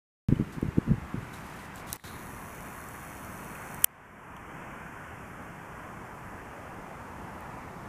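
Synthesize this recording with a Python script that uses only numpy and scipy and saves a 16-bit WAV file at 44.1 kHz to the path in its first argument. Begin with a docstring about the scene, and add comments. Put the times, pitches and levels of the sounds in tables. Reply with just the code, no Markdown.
"""Wind thumps on a hand-held camera's microphone, over the far traffic of an open field.
Each gust is a train of eddies. A finger rubs the housing and clicks the zoom lever, then the lens
motor whirs, its gears ringing through the barrel. The lever snaps back so hard that the gain control
ducks the field and slowly lets it up again."""
import sys
import numpy as np
from scipy import signal
from scipy.fft import rfft, irfft, next_fast_len
from scipy.io import wavfile
from scipy.ndimage import uniform_filter1d

SR = 44100
rng = np.random.default_rng(int(sys.argv[2]) if len(sys.argv) > 2 else 0)


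def transcribe(u):
    """Save the signal u as a 16-bit wav file named by the first command-line argument.

    u: samples, shape (n,) or (channels, n), limited to [-1, 1]; the rate is SR.
    q: integer samples, one column per channel.
    """
    v = np.clip(np.atleast_2d(u).T, -1, 1)
    q = np.round(v * 32767).astype(np.int16)
    wavfile.write(sys.argv[1], SR, q)


N = 347508
T = np.arange(N) / SR

# lever and housing clicks: peak_s, level_db, decay_s, knock_vs_tick_db, knock_hz
CLICKS = [(.359, -61, .002, 12, 3000), (.615, -47, .001, -10, 3000), (1.341, -52, .0035, 2, 3900),
          (1.759, -42, 0.00078, 0, 7800), (1.902, -44, 0.0023, -2.5, 3400),
          (1.9297, -19, 0.00058, -8, 5850), (1.931, -33, 0.00089, .5, 3950), (1.941, -36, .0006, -17, 4000),
          (1.96, -37, .0008, -17, 4000), (1.998, -41, 0.00073, 14, 1900), (2.888, -41, 0.00089, -2, 7500),
          (3.445, -44, .001, -8, 3000), (3.555, -47, .0009, 10, 2500), (3.7455, -37.5, .0012, -5, 8300),
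          (3.8225, -37.5, .001, -14, 3000), (3.8428, -14, .0007, -9, 1580),
          (3.8445, -4, 0.0009, -13.5, 3100), (4.3665, -46.5, 0.00046, 8, 3100),
          (4.3672, -51, .0005, 5, 6000), (5.425, -54, .0003, 6, 4200), (7.4075, -48, .001, -14, 4000)]
# bright plastic tick: frequency_hz, gain_db
CLICK_EQ = [(200, -17), (1500, -13.5), (2400, -12), (4500, -16), (6100, -7.5), (7200, -6.5), (8600, -0.5),
            (10500, -2.5), (11300, 4), (12700, -5.5), (14000, -1.5), (15000, 4.5), (15600, -20)]
# lens barrel resonances: centre_hz, width_hz, drawn_in_db, extended_db
BARREL_MODES = [(3730, 330, 1.5, 0), (4300, 300, 1, 2.5), (6070, 1300, -1.5, 0), (6950, 700, 0, -2.5),
                (7800, 600, -4, -2), (8330, 550, -0.5, 3.5), (9700, 800, -1, 3), (10280, 600, 6, 0),
                (11000, 450, -3, -0.5), (11870, 850, 3.5, -0.5), (13000, 1200, -3.5, -0.5),
                (14400, 1900, -2, -2.5)]
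# gusts on the microphone: peak_s, level_db, swing_hz, build_s, wake_s
GUSTS = [(0.29, -12.5, 137, .002, 0.014), (.326, -7, 172, .008, 0.013), (.368, -24, 120, .002, .009),
         (.399, -14, 165, .002, .006), (.411, -15, 185, .003, 0.021), (0.583, -23.5, 168, 0.014, .004),
         (.63, -13, 218, .003, .004), (.655, -23.5, 164, 0.021, 0.022), (.688, -19, 113, 0.0054, .005),
         (.784, -7, 193, .01, .006), (.879, -22, 215, 0.014, .016), (.913, -12, 137, 0.032, .036),
         (0.984, -28, 112, .009, .008), (1.022, -30, 100, .005, .03), (1.145, -19.5, 185, .003, 0.023),
         (1.182, -24.5, 99, 0.024, 0.021), (1.23, -29, 140, 0.0091, .005)]
# stirred air at the microphone port: frequency_hz, gain_db
CHURN_EQ = [(25, -10), (110, -9), (300, -2.5), (450, -3), (700, -20), (1500, -63)]
# finger strokes: start_s, length_s, level_db, swell_s
STROKES = [(.52, 0.015, -54, .004), (0.996, 0.66, -58, 0.56), (1.328, 0.011, -54.5, .008),
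           (1.73, 0.07, -54.5, 0.042), (1.862, .21, -52.5, 0.018)]
# skin on plastic: frequency_hz, gain_db
RUB_EQ = [(500, -20), (2000, -4), (3400, 2.5), (4800, -1), (6000, 0.5), (8500, 0), (11000, -1.5),
          (15000, -5.5)]
# ebb and flow of the far road: time_s, level_db, tilt_db_per_octave
TRAFFIC = [(.3, -4, 2.3), (1.6, -1.5, 1.4), (3, -.7, .8), (3.9, 1.6, 0.7), (5, -1.26, .8), (6.3, -1, -1),
           (7.88, -0.9, -1)]
# passing vehicles: nearest_s, tyre_band_hz, lift_db
VEHICLES = [(3, 1030, 0.5), (5.1, 1500, 3), (7.3, 770, 2.5)]
# distant tyre roar: frequency_hz, gain_db
ROAR_EQ = [(200, -16), (450, -6), (720, -1.5), (1000, 0.5), (1300, -2.5), (1600, -4), (2000, -7.5),
           (2500, -12), (3000, -19.5), (3600, -25.5), (4600, -37.5), (8000, -58.5)]
# low wind bed: frequency_hz, gain_db
RUMBLE_EQ = [(15, -16), (30, -9.5), (60, -1), (110, -.5), (180, 0.5), (260, -4), (370, -7), (520, -14),
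             (900, -31.5), (3000, -72)]
# microphone hiss: frequency_hz, gain_db
HISS_EQ = [(1000, -5), (4000, -0.5), (6800, 0.5), (9000, -1.5), (11500, -3), (13000, -5), (15000, -6.5)]
# a scoop in the treble near 4 kHz: frequency_hz, depth_factor
SCOOP_SHAPE = [(3100, 0.015), (3550, 0.43), (3900, 1.16), (4350, 0.54), (4800, 0.57), (5300, 0.15),
               (6200, 0.0067)]

MOTOR_FROM_S, MOTOR_TO_S = 1.98, 3.875


def lever_clicks(rise_share=.65, size=2048):
    """Each click is a millisecond rattle of small plastic parts that also rings one housing mode."""
    out = np.zeros(N)
    t = (np.arange(size) - size // 2) / SR
    for peak_s, db, decay_s, knock_db, knock_hz in CLICKS:
        envelope = np.exp(-np.maximum(-t / rise_share, t) / decay_s)
        burst = rfft(envelope * rng.standard_normal(size))
        rattle = irfft(np.exp(1j * np.angle(burst)))  # hard contacts excite all frequencies alike
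        tick = unit(equalise(rattle, CLICK_EQ) * envelope ** .25)
        knock = unit(envelope * np.sin(2 * np.pi * (knock_hz * t + rng.random())))
        add(out, peak_s, amp(db) * np.std(envelope) * (tick + amp(knock_db) * knock))
    return out


def gear_grind(beats_per_s=115.55, scrape=.5, offbeat=.26, ticks_per_s=5, tick_s=.001, tick_db=6):
    """Gear teeth scrape in strong and weak beats, swelling every third beat, with stray ticks."""
    beats = beats_per_s * (T - MOTOR_FROM_S)
    strong, weak = (np.exp(-.5 * (((beats + shift) % 1 - .5) / .065) ** 2) for shift in (0, .5))
    wobble = 1 + .14 * np.cos(2 * np.pi * beats / 3)
    teeth = (scrape + strong * wobble + offbeat * weak) * amp(.8 * drift(200))
    catches = rng.random(N) < ticks_per_s / SR
    ticks = signal.lfilter([1], [1, -np.exp(-1 / (tick_s * SR))], catches)
    return (unit(teeth) + amp(tick_db) * ticks) * noise()


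def zoom_motor(level_db=-55, load_db=.7, spin_up_s=.045, jolt_db=-53, jolt_decay_s=.22):
    """The motor jolts the barrel, then whirs at one speed; the tone shifts as the lens extends."""
    grind = gear_grind()
    drawn_in = resonate(grind, [(hz, width, db) for hz, width, db, _ in BARREL_MODES])
    extended = resonate(grind, [(hz, width, db) for hz, width, _, db in BARREL_MODES])
    travel = np.interp(T, [MOTOR_FROM_S, MOTOR_TO_S], [0, 1]) ** 1.3  # slow at first, then faster
    running_s = np.maximum(T - MOTOR_FROM_S, 0)
    envelope = (1 - np.exp(-running_s / spin_up_s)) * amp(level_db + load_db * travel)
    whir = envelope * ((1 - travel) * drawn_in + travel * extended)
    jolt = amp(jolt_db) * np.exp(-running_s / jolt_decay_s) * noise_band(hz=3920, width_hz=750)
    return (whir + jolt) * (travel > 0) * (travel < 1)


def eddy(hz, half_cycles=.41, bend=.43):
    """One or two swings of pressure that speed up or slow down."""
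    t = np.arange(-.03, .03, 1 / SR)
    half_s = half_cycles / hz
    warp_s = bend * rng.standard_normal() * half_s * np.log(np.cosh(t / half_s))
    cycles = hz * (t + warp_s) + rng.random()
    return np.exp(-(t / half_s) ** 2) * np.sin(2 * np.pi * cycles)


def wind_buffets(gap_s=.0095, lesser_db=-3, fade_db=-12, slowing_oct_per_s=7.4, churn_db=-18, port_hz=35):
    """Each gust is one strong eddy amid a train of fading ones; they stir the air around the port."""
    eddies, place = np.zeros(N), np.arange(-7, 8)
    lesser = place != 0
    for peak_s, db, hz, build_s, wake_s in GUSTS:
        jitter, uneven = rng.standard_normal((2, len(place))) * lesser
        lags_s = gap_s * (place + .2 * jitter)
        distance = np.maximum(-lags_s / build_s, lags_s / wake_s)
        levels_db = db + lesser_db * lesser + fade_db * distance ** 2 + 2.5 * uneven
        for lag_s, eddy_db in zip(lags_s, levels_db):
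            add(eddies, peak_s + lag_s, amp(eddy_db) * eddy(hz * 2 ** (-slowing_oct_per_s * lag_s)))
    stir = np.sqrt(abs(uniform_filter1d(eddies ** 2, int(.02 * SR))))
    churn = amp(churn_db) * stir * equalise(noise(), CHURN_EQ)
    port_leak = signal.butter(1, port_hz, "high", fs=SR)  # the slowest swings escape
    return signal.lfilter(*port_leak, eddies + churn)


def finger_rub(grain_db=2, lift_off_s=.024):
    """Skin drags over plastic in tiny uneven slips; each stroke swells, holds and lifts off."""
    pressure = np.zeros(N)
    for start_s, length_s, db, swell_s in STROKES:
        attack = np.clip((T - start_s) / swell_s, 0, 1)
        release = np.exp(-np.maximum(T - start_s - length_s, 0) / lift_off_s)
        pressure += amp(db) * attack * release
    return pressure * amp(grain_db * drift(500)) * equalise(noise(), RUB_EQ)


def far_field(roar_db=-44.5, rumble_db=-47, half_pass_s=.9, tyre_width_hz=400):
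    """Distant tyre roar, thinned in drifting patches by the air, over a lumpy low wind."""
    hz, t, bands = signal.stft(noise(), SR, nperseg=1024, noverlap=768)
    hz = hz[:, None]
    times_s, flow_db, tilt = np.transpose(TRAFFIC)
    octaves = np.log2(np.clip(hz, 300, 4000) / 1000)
    tone_db = read_curve(ROAR_EQ, hz) + np.interp(t, times_s, tilt) * octaves
    for nearest_s, tyre_hz, lift_db in VEHICLES:
        nearness = np.exp(-((t - nearest_s) / half_pass_s) ** 2)
        tone_db += lift_db * resonance(hz, tyre_hz, tyre_width_hz) * nearness
    patches = uniform_filter1d(rng.standard_normal(bands.shape), size=5, axis=0)
    tone_db += unit(uniform_filter1d(patches, size=26, axis=1))  # patches of about 1 dB
    roar = unit(signal.istft(bands * amp(tone_db), SR, nperseg=1024, noverlap=768)[1][:N])
    rumble = equalise(noise(), RUMBLE_EQ)
    roar *= amp(roar_db + np.interp(T, times_s, flow_db) + .5 * drift(6))
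    return roar + rumble * amp(rumble_db + 1.34 * drift(9.7))


def microphone_hiss(level_db=-62, shimmer_db=-72.5, first_swell_s=4.27, half_swell_s=.13):
    """Steady hiss; later on, a faint high band swells in it once a second."""
    swells = sum(np.exp(-((T - s) / half_swell_s) ** 2) for s in np.arange(first_swell_s, T[-1]))
    shimmer = amp(shimmer_db) * swells * noise_band(hz=11150, width_hz=1100)
    return amp(level_db) * equalise(noise(), HISS_EQ) + shimmer


def gain_control(x, threshold_db=-20, most_db=12, recover_db_per_s=17, lag_s=.005):
    """A treble-sensing gain control: ducks within milliseconds of a sharp peak and creeps back."""
    treble_power = uniform_filter1d(np.diff(x, prepend=0) ** 2, size=128)
    over_db = np.clip(10 * np.log10(abs(treble_power) + 1e-12) - threshold_db, 0, most_db)
    recovery_db = T * recover_db_per_s
    duck_db = uniform_filter1d(np.maximum.accumulate(over_db + recovery_db) - recovery_db, size=128)
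    return x * amp(-np.interp(T - lag_s, T, duck_db))


def treble_scoop(x, sink_s=(2.07, 2.3), deepest_s=4.35, held=10, deepest=19.5, fill_per_s=5):
    """The treble hollows out while the motor runs, sinks further after it stops, then fills back in."""
    hz, t, bands = signal.stft(x, SR, nperseg=512)
    depth = np.interp(t, [*sink_s, MOTOR_TO_S, deepest_s], [0, held, held, deepest])
    depth = np.maximum(depth - fill_per_s * np.maximum(t - deepest_s, 0), 0)
    cut_db = read_curve(SCOOP_SHAPE, hz)[:, None] * depth
    return signal.istft(bands * amp(-cut_db), SR, nperseg=512)[1][:N]


def amp(db):
    """Decibels to gain."""
    return 10 ** (np.asarray(db) / 20)


def unit(x):
    """Scales to rms 1."""
    return x / np.sqrt(np.mean(x ** 2) + 1e-20)


def noise():
    """White noise for the whole scene."""
    return rng.standard_normal(N)


def noise_band(hz, width_hz):
    """Noise through one resonance; rms 1."""
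    return resonate(noise(), [(hz, width_hz, 0)])


def drift(per_s):
    """A random wander through per_s points a second."""
    knots = rng.standard_normal(8192)
    return np.interp(T * per_s, np.arange(len(knots)), knots)


def read_curve(points, hz):
    """Reads points on a log-frequency axis."""
    points_hz, values = np.transpose(points)
    return np.interp(np.log(hz + 1), np.log(points_hz), values)


def equalise(x, eq):
    """Shapes x with an EQ curve; rms 1."""
    size = next_fast_len(len(x))
    gain = amp(read_curve(eq, np.fft.rfftfreq(size, 1 / SR)))
    return unit(irfft(rfft(x, size) * gain, size)[:len(x)])


def resonance(hz, centre_hz, width_hz):
    """Gain of a steep-sided resonance."""
    return 1 / (1 + (2 * (hz - centre_hz) / width_hz) ** 2)


def resonate(x, modes):
    """Passes x through modes of centre_hz, width_hz, gain_db; rms 1."""
    size = next_fast_len(len(x))
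    hz = np.fft.rfftfreq(size, 1 / SR)
    gain = np.sqrt(sum((amp(db) * resonance(hz, centre, width)) ** 2 for centre, width, db in modes))
    return unit(irfft(rfft(x, size) * gain, size)[:len(x)])


def add(mix, centre_s, sound):
    """Mixes in a sound centred on centre_s."""
    part = mix[max(round(centre_s * SR) - len(sound) // 2, 0):][:len(sound)]
    part += sound[:len(part)]


def scene():
    """Field, wind and the camera's own noises at one microphone."""
    mix = far_field() + wind_buffets() + finger_rub() + lever_clicks() + zoom_motor() + microphone_hiss()
    return mix[None]


def record(dry, switch_on_s=.286, dip_s=(1.969, 2.039), dip_db=-17, top_hz=15080):
    """Ducking, treble scoop, switch-on, a brief level dip, clipping and a high cut."""
    x = treble_scoop(gain_control(dry[0])) * (T > switch_on_s)
    x *= amp(dip_db * ((T > dip_s[0]) & (T < dip_s[1])))
    high_cut = signal.firwin(511, top_hz, window=("kaiser", 9), fs=SR)
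    return signal.oaconvolve(np.clip(x, -1, 1), high_cut, "same")[None]


dry = scene()
out = record(dry)
transcribe(out)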